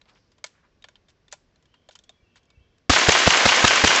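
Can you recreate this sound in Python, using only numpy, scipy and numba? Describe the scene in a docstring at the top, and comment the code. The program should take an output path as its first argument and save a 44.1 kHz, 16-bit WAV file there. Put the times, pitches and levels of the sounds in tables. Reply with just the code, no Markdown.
"""Rifle in a wood

A rifle is handled near one microphone: its stock slides out and latches, small parts click,
and a bird whistles far off. Then six fast shots, each a crack, a blast and a rattle of the bolt.
Near trunks throw them back and the forest rings on, held level by the recorder's limiter."""
import sys
import numpy as np
from scipy import signal
from scipy.fft import rfft, irfft
from scipy.io import wavfile
from numba import njit

SR = 44100
rng = np.random.default_rng(int(sys.argv[2]) if len(sys.argv) > 2 else 0)


def transcribe(signal):
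    """Save signal, clipped to [-1, 1], as a 16-bit WAV file at the path in sys.argv[1]."""
    frames = np.atleast_2d(signal).T
    limited = np.clip(frames, -1, 1)
    pcm = np.round(limited * 32767).astype(np.int16)
    wavfile.write(sys.argv[1], SR, pcm)


N = 176400

# spectrum of the still forest air: frequency_hz, density_db
AIR_SPECTRUM = [(15, -34.5), (25, 5), (511, -10), (848, -18.5), (1160, -16.5), (1280, -21), (1510, -18),
                (3700, -24.5), (5710, -26), (8000, -39), (10400, -64), (17600, -120)]
# clicks of the rifle's parts: start_s, level_db, then relative to it low_db, middle_db, high_db, top_db,
# then the struck part's ring_hz, ring_db, and the knock's t60_s
CLICKS = [(0.014, -42, -21, -14.5, -8.5, -19.5, 3930, -11, 0.024),
          (0.0547, -55, -10, -9, -7.5, -20, 2090, -12, 0.03),
          (0.3172, -53, -16, -14, -11, -12, 4980, -6, 0.051),
          (0.381, -52.5, -12, -11, -9.5, -14, 3160, -15, 0.045),
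          (0.4407, -17.5, -20.5, -14.5, -14.5, -13.5, 2180, -7.5, 0.033),
          (0.8225, -43.5, -29, -22, -6.5, -17, 3790, -6, 0.025),
          (0.841, -33.5, -16.5, -10.5, -7.5, -19, 3290, -14, 0.041),
          (0.8852, -37, -15, -9, -10.5, -12.5, 1530, -12, 0.016),
          (0.9553, -41.5, -32, -17.5, -7.5, -24, 3110, -8, 0.035),
          (1.0837, -48.5, -17, -15, -9, -18, 3600, -6, 0.039),
          (1.2809, -44.5, -32, -13, -7.5, -17, 3520, -4, 0.026),
          (1.3247, -23, -19, -17.5, -17, -12.5, 7100, -7.5, 0.046),
          (1.5583, -53.5, -18, -16, -9, -15, 4130, -5, 0.035),
          (1.6247, -56.5, -23, -14, -9.5, -12, 3300, -13, 0.039),
          (1.655, -52.5, -26, -13, -8.5, -16, 3290, -13, 0.032),
          (1.7398, -48, -28, -10, -8.5, -23, 2860, -6, 0.062),
          (1.888, -35.5, -8, -15, -10, -16, 3560, -10, 0.025),
          (1.909, -44.5, -32, -12.5, -8, -17, 1490, -3, 0.039),
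          (1.9526, -34.5, -30, -16.5, -10, -13.5, 3090, -6, 0.044),
          (1.9892, -44, -23, -20, -7.5, -10.5, 3590, -6, 0.053),
          (2.037, -49.5, -26, -21, -8.5, -10, 3350, -7, 0.047),
          (2.0926, -34.5, -16, -19.5, -8, -16, 3610, -2, 0.032),
          (2.3571, -44, -20, -10.5, -14, -16.5, 1520, -13, 0.039),
          (2.4303, -59, -21, -18, -8, -12, 3280, -7, 0.035),
          (2.4542, -61, -23, -21, -9, -9, 3290, -9, 0.026),
          (2.5021, -48, -28, -13.5, -7.5, -14, 2210, -27, 0.026)]
# a click's low, middle, high and top bands: low_hz, high_hz
CLICK_BANDS = [(480, 830), (830, 2500), (2500, 4500), (4500, 7800)]
# modes of the rifle's body: pitch_hz, level_db, t60_s
BODY_MODES = [(619, 2.5, 0.036), (770, -5, 0.021), (997, -5, 0.07), (1415, -7, 0.09), (1760, 2.5, 0.027),
              (2252, -14, 0.1), (2960, -18.5, 0.11), (3200, 3.5, 0.033), (3560, -4.5, 0.064),
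              (3770, -4.5, 0.026), (5040, 3.5, 0.02), (5540, -4.5, 0.067), (6150, 7, 0.028),
              (6760, 6, 0.032)]
# parts sliding and rubbing: start_s, length_s, level_db, centre_hz, width_hz
RUBS = [(0.073, 0.047, -64, 1700, 3500), (0.053, 0.25, -76.5, 5000, 1500),
        (0.145, 0.046, -66.5, 1580, 2500), (.05, 0.13, -69.5, 800, 1100), (0.455, 0.025, -52, 3760, 5000),
        (.52, 0.1, -70, 1450, 1400), (0.623, 0.052, -66, 1240, 1000), (1.082, 0.034, -66.5, 3420, 4940),
        (1.312, 0.015, -55, 4150, 4000), (1.337, 0.027, -66, 3600, 5000), (1.913, 0.029, -62, 3870, 4000),
        (2.351, 0.037, -62, 2100, 4000), (2.781, 0.0064, -63, 3420, 5040)]
# the far bird's notes: start_s, length_s, from_hz, to_hz, level_db
BIRD_NOTES = [(1.66, 0.14, 2850, 3400, -66), (2.03, 0.13, 3400, 3300, -67.5),
              (2.17, 0.047, 2350, 2310, -66.5), (2.232, 0.054, 2820, 2590, -63),
              (2.27, .11, 2790, 3420, -69), (2.475, 0.045, 2274, 2280, -64.5),
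              (2.547, 0.025, 2720, 2630, -59.5), (2.593, 0.052, 2950, 3430, -64.5),
              (2.64, 0.078, 3400, 3320, -76)]
# soft bumps of the hand: start_s, level_db
BUMPS = [(2.225, -55), (2.572, -48.5), (2.604, -51.5), (2.66, -64)]
# shots: start_s, blast_gain_db, thump_gain_db, bolt_gain_db, bolt_close_delay_s
SHOTS = [(2.8958, -2, 0.5, -12, 0.089), (3.0846, 4.5, 2, -0.5, .104), (3.2696, 3, -1.5, -1, 0.102),
         (3.4538, -2, -9, 2, .105), (3.6416, 3.5, -1, 3, .114), (3.8389, -1, 0, 1, 0.12)]
# spectrum of the crack and muzzle blast: frequency_hz, density_db
BLAST_SPECTRUM = [(20, -9), (50, -7), (150, 2), (300, -2), (800, 1), (1200, -2), (1700, -1.5), (2500, -6),
                  (4500, -8.5), (6000, -12.5), (7500, -14), (9000, -38)]
# spectrum of the bolt's rattle: frequency_hz, density_db
BOLT_SPECTRUM = [(200, -18.5), (700, 3.5), (1500, 3), (3000, 8.5), (4500, -7.5), (6500, 5.5), (8000, -13.5)]
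# steel ringing after the bolt's stop: pitch_hz, width_hz, level_db
STEEL_MODES = [(1556, 43, -1.5), (2817, 56, -1.5), (3140, 360, 0.5), (4660, 140, -12.5)]
# echoes from near trunks: delay_s, level_db
TRUNK_ECHOES = [(.041, -1), (.0672, -4), (.0685, -4), (.0705, -4), (.073, -3), (.0778, 0), (.093, -8)]
# spectrum of a shot scattered by the wood: frequency_hz, density_db
FOREST_SPECTRUM = [(24, -56.5), (40, -31), (197, -17.5), (288, -8.5), (639, -5), (816, -2), (891, -4.5),
                   (1020, -0.5), (1110, -1.5), (1300, -1.5), (2210, 0), (7000, -6.5), (8000, -18),
                   (10400, -48), (17600, -120)]


def undb(db):
    """Decibels to amplitude."""
    return 10 ** (np.asarray(db) / 20)


def unit(x):
    """Scale to rms 1."""
    return x / np.sqrt(np.mean(x ** 2))


def add(out, start_s, x):
    """Mix x into out from start_s on."""
    i = max(int(start_s * SR), 0)
    out[i:i + len(x)] += x[:len(out) - i]


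def envelope(t, rise_s, hold_s, t60_s):
    """Linear rise from t = 0, exponential fall from t = hold_s."""
    return np.clip(t / rise_s, 0, 1) * 1000 ** (-np.maximum(t - hold_s, 0) / t60_s)


def colour(x, spectrum):
    """Shape x by a spectrum of (Hz, dB) points; rms 1."""
    hz, db = np.array(spectrum, float).T
    bins_hz = np.maximum(np.fft.rfftfreq(len(x), 1 / SR), 1)
    gain = undb(np.interp(np.log(bins_hz), np.log(hz), db))
    return unit(irfft(rfft(x) * gain, len(x)))


def band(x, low_hz, high_hz, order=2):
    """Causal band-pass."""
    return signal.sosfilt(signal.butter(order, [low_hz, high_hz], "band", fs=SR, output="sos"), x)


def resonance(x, hz, width_hz):
    """Band-pass of a given centre and width."""
    low_hz = np.hypot(hz, width_hz / 2) - width_hz / 2
    return band(x, low_hz, low_hz + width_hz)


def hiss(t, low_hz, high_hz):
    """A band of noise; rms 1."""
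    return unit(band(rng.standard_normal(len(t)), low_hz, high_hz))


def ringing(t, hz, width_hz):
    """A resonance driven by noise; rms 1."""
    return unit(resonance(rng.standard_normal(len(t)), hz, width_hz))


def grains(t, spread_db):
    """Dense tiny impacts of uneven size; rms 1."""
    noise = rng.standard_normal(len(t))
    size_db = spread_db * np.repeat(rng.standard_normal(len(t) // 20 + 1), 20)
    return unit(noise * undb(size_db[:len(t)]))


def forest_air():
    """Still air all round the microphone: faint, mostly low noise."""
    return undb(-68.5) * colour(rng.standard_normal(N), AIR_SPECTRUM)


def clicks():
    """Close knocks of plastic and steel ring the part and the rifle's body; the trees add a faint tail."""
    out, t = np.zeros(N), np.arange(SR // 3) / SR
    for start_s, level_db, *bands_db, ring_hz, ring_db, t60_s in CLICKS:
        decay = envelope(t, 0.00087, 0.00053, t60_s)
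        body = np.zeros(len(t))
        for hz, db, mode_t60_s in BODY_MODES:
            mode = undb(db + 2 * rng.standard_normal()) * np.sin(2 * np.pi * (hz * t + rng.random()))
            body += mode * envelope(t, 0.0015, 0, mode_t60_s)
        part = np.sin(2 * np.pi * ring_hz * t) * envelope(t, 0.00078, 0, t60_s=0.033)
        impact = grains(t, spread_db=5) * decay
        hit = unit(impact) + undb(-6) * unit(body) + undb(ring_db) * unit(part)
        for (low_hz, high_hz), band_db in zip(CLICK_BANDS, bands_db):
            knock = unit(band(hit, low_hz, high_hz, order=3)) * np.sqrt(np.mean(decay ** 2))
            tail = undb(-34) * hiss(t, low_hz, high_hz) * envelope(t, 0.0021, 0.015, t60_s=0.37)
            add(out, start_s, undb(level_db + band_db - 0.5) * (knock + tail))
    return out


def rubs():
    """Gritty friction of the sliding stock and the hands."""
    out, t = np.zeros(N), np.arange(SR // 3) / SR
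    for start_s, length_s, db, centre_hz, width_hz in RUBS:
        grit = unit(resonance(grains(t, spread_db=4.7), centre_hz, width_hz))
        add(out, start_s, undb(db) * grit * envelope(t, length_s / 3, length_s * 2 / 3, length_s * 2))
    return out


def far_bird(warble_hz=70):
    """Warbled glides from far off, reaching the microphone mostly by way of the trees."""
    direct, t = np.zeros(N), np.arange(SR) / SR
    for start_s, length_s, from_hz, to_hz, db in BIRD_NOTES:
        progress = np.linspace(0, 1, int(length_s * SR))
        warble = 0.14 * np.sin(2 * np.pi * warble_hz * length_s * progress)
        hz = from_hz + (to_hz - from_hz) * (progress + warble)
        swell = np.sqrt(np.abs(np.sin(np.pi * progress)))
        add(direct, start_s, undb(db) * swell * np.sin(2 * np.pi * np.cumsum(hz) / SR))
    trees = rng.standard_normal(SR) * envelope(t, 0.01, 0.01, t60_s=0.95)
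    scattered = signal.fftconvolve(direct, trees / np.linalg.norm(trees))[:N]
    return undb(-10) * direct + undb(-6.5) * scattered


def hand_bumps(pitch_hz=70.4):
    """The hand bumps the rifle: a dull, quickly damped tone."""
    out, t = np.zeros(N), np.arange(SR // 3) / SR
    bump = np.sin(2 * np.pi * pitch_hz * t) * envelope(t, 0.0045, 0.0072, t60_s=0.059)
    for start_s, db in BUMPS:
        add(out, start_s, undb(db) * bump)
    return out


def report(t, blast_gain_db, thump_gain_db):
    """A sharp crack and, 5 ms behind it, the muzzle blast, over a low thump and puff."""
    crack = undb(-12) * envelope(t, 0.00008, 0.0036, t60_s=0.011)
    blast = undb(blast_gain_db - 5) * envelope(t - 0.00503, 0.00076, 0.0061, t60_s=0.012)
    bang = colour(grains(t, spread_db=3.1), BLAST_SPECTRUM) * np.hypot(crack, blast)
    thump_hz = 80 * (1 + 0.06 * rng.standard_normal())
    thump = -undb(-13) * np.sin(2 * np.pi * thump_hz * t + np.pi / 4)
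    puff = undb(-20) * ringing(t, hz=244, width_hz=150)
    return bang + undb(thump_gain_db) * (thump + puff) * envelope(t, 0.0004, 0.012, t60_s=0.02)


def bolt(t, gain_db, close_s):
    """The bolt flies back and sets the steel ringing, then closes with a ping of its spring."""
    opening = undb(gain_db - 9) * envelope(t - 0.0324, 0.0052, 0.0068, t60_s=0.018)
    closing = undb(-18.5) * envelope(t - close_s, 0.002, 0.0051, t60_s=0.029)
    rattle = colour(grains(t, spread_db=3.2), BOLT_SPECTRUM) * (opening + closing)
    steel = sum(undb(db) * ringing(t, hz, width_hz) for hz, width_hz, db in STEEL_MODES)
    steel *= envelope(t - 0.031, 0.0023, 0.01, t60_s=0.42)
    spring = ringing(t, hz=7380, width_hz=220) * envelope(t - close_s, 0.0015, 0.0042, t60_s=0.037)
    return rattle + undb(gain_db - 25) * steel + undb(-26) * spring


def forest_return(t):
    """What the wood returns of a shot: bright scatter off near leaves, clumps of echoes, a low roll."""
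    scatter = colour(grains(t, spread_db=3.5), FOREST_SPECTRUM)
    low = signal.sosfiltfilt(signal.butter(2, 2700, fs=SR, output="sos"), scatter)
    knots_s = np.arange(0, t[-1], 0.006)
    clumps_db = 4.4 * np.interp(t, knots_s, rng.standard_normal(len(knots_s)))
    echoes = low * unit(undb(clumps_db)) * envelope(t, 0.023, 0.06, t60_s=3.03)
    treble = (scatter - low) * envelope(t, 0.023, 0.051, t60_s=1.12)
    leaves = hiss(t, 1700, 5960) * envelope(t, 0.011, 0.0092, t60_s=0.38)
    roll = hiss(t, 60, 450) * envelope(t, 0.0063, 0.042, t60_s=0.2)
    return undb(-18) * (echoes + treble) + undb(-15.5) * leaves + undb(-33) * roll


def trunk_echoes(t):
    """Each near trunk throws one short slap back at the microphone."""
    out = np.zeros(len(t))
    for delay_s, db in TRUNK_ECHOES:
        pulse = envelope(t - delay_s, 1 / SR, 0, t60_s=0.00046)
        slap = resonance(pulse, hz=1450 * (1 + 0.17 * rng.standard_normal()), width_hz=2070)
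        out += undb(db + 1.5 + rng.standard_normal()) * slap / np.abs(slap).max()
    return out


def gunfire(fresh_share=0.55):
    """Every shot meets nearly the same trees; the muzzle shifts, so part of each return is new."""
    out, t = np.zeros(N), np.arange(N // 3) / SR
    early = t[:SR // 4]
    same_trees = np.sqrt(1 - fresh_share) * forest_return(t)
    for start_s, blast_gain_db, thump_gain_db, bolt_gain_db, close_s in SHOTS:
        add(out, start_s, report(early, blast_gain_db, thump_gain_db))
        add(out, start_s, bolt(early, bolt_gain_db, close_s))
        add(out, start_s, trunk_echoes(early))
        add(out, start_s, same_trees + np.sqrt(fresh_share) * forest_return(t))
    return out


@njit
def follow_level(x, attack_s, release_s):
    """The limiter's level follower, rising and falling at separate rates."""
    out, level = np.empty(len(x)), 0.
    for i in range(len(x)):
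        size = abs(x[i])
        level += (size - level) / (SR * (attack_s if size > level else release_s))
        out[i] = level
    return out


def scene():
    """Air, rifle and bird as they reach the one microphone."""
    return (forest_air() + gunfire() + clicks() + rubs() + hand_bumps() + far_bird())[None]


def record(dry):
    """The recorder loses the deepest bass, limits the level, rounds off the peaks and cuts the top."""
    low_cut_hz, high_cut_hz, threshold_db, ceiling = 39, 8050, -18, 0.85
    x = signal.sosfilt(signal.butter(2, low_cut_hz, "high", fs=SR, output="sos"), dry[0])
    level = follow_level(x, attack_s=0.0044, release_s=0.015)
    gain = np.maximum(level / undb(threshold_db), 1) ** -0.7
    rounded = ceiling * np.tanh(x * gain * undb(2.5) / ceiling)
    low_pass = signal.firwin(181, high_cut_hz, window=("kaiser", 9), fs=SR)
    return signal.fftconvolve(rounded, low_pass, "same")[None]


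dry = scene()
out = record(dry)
transcribe(out)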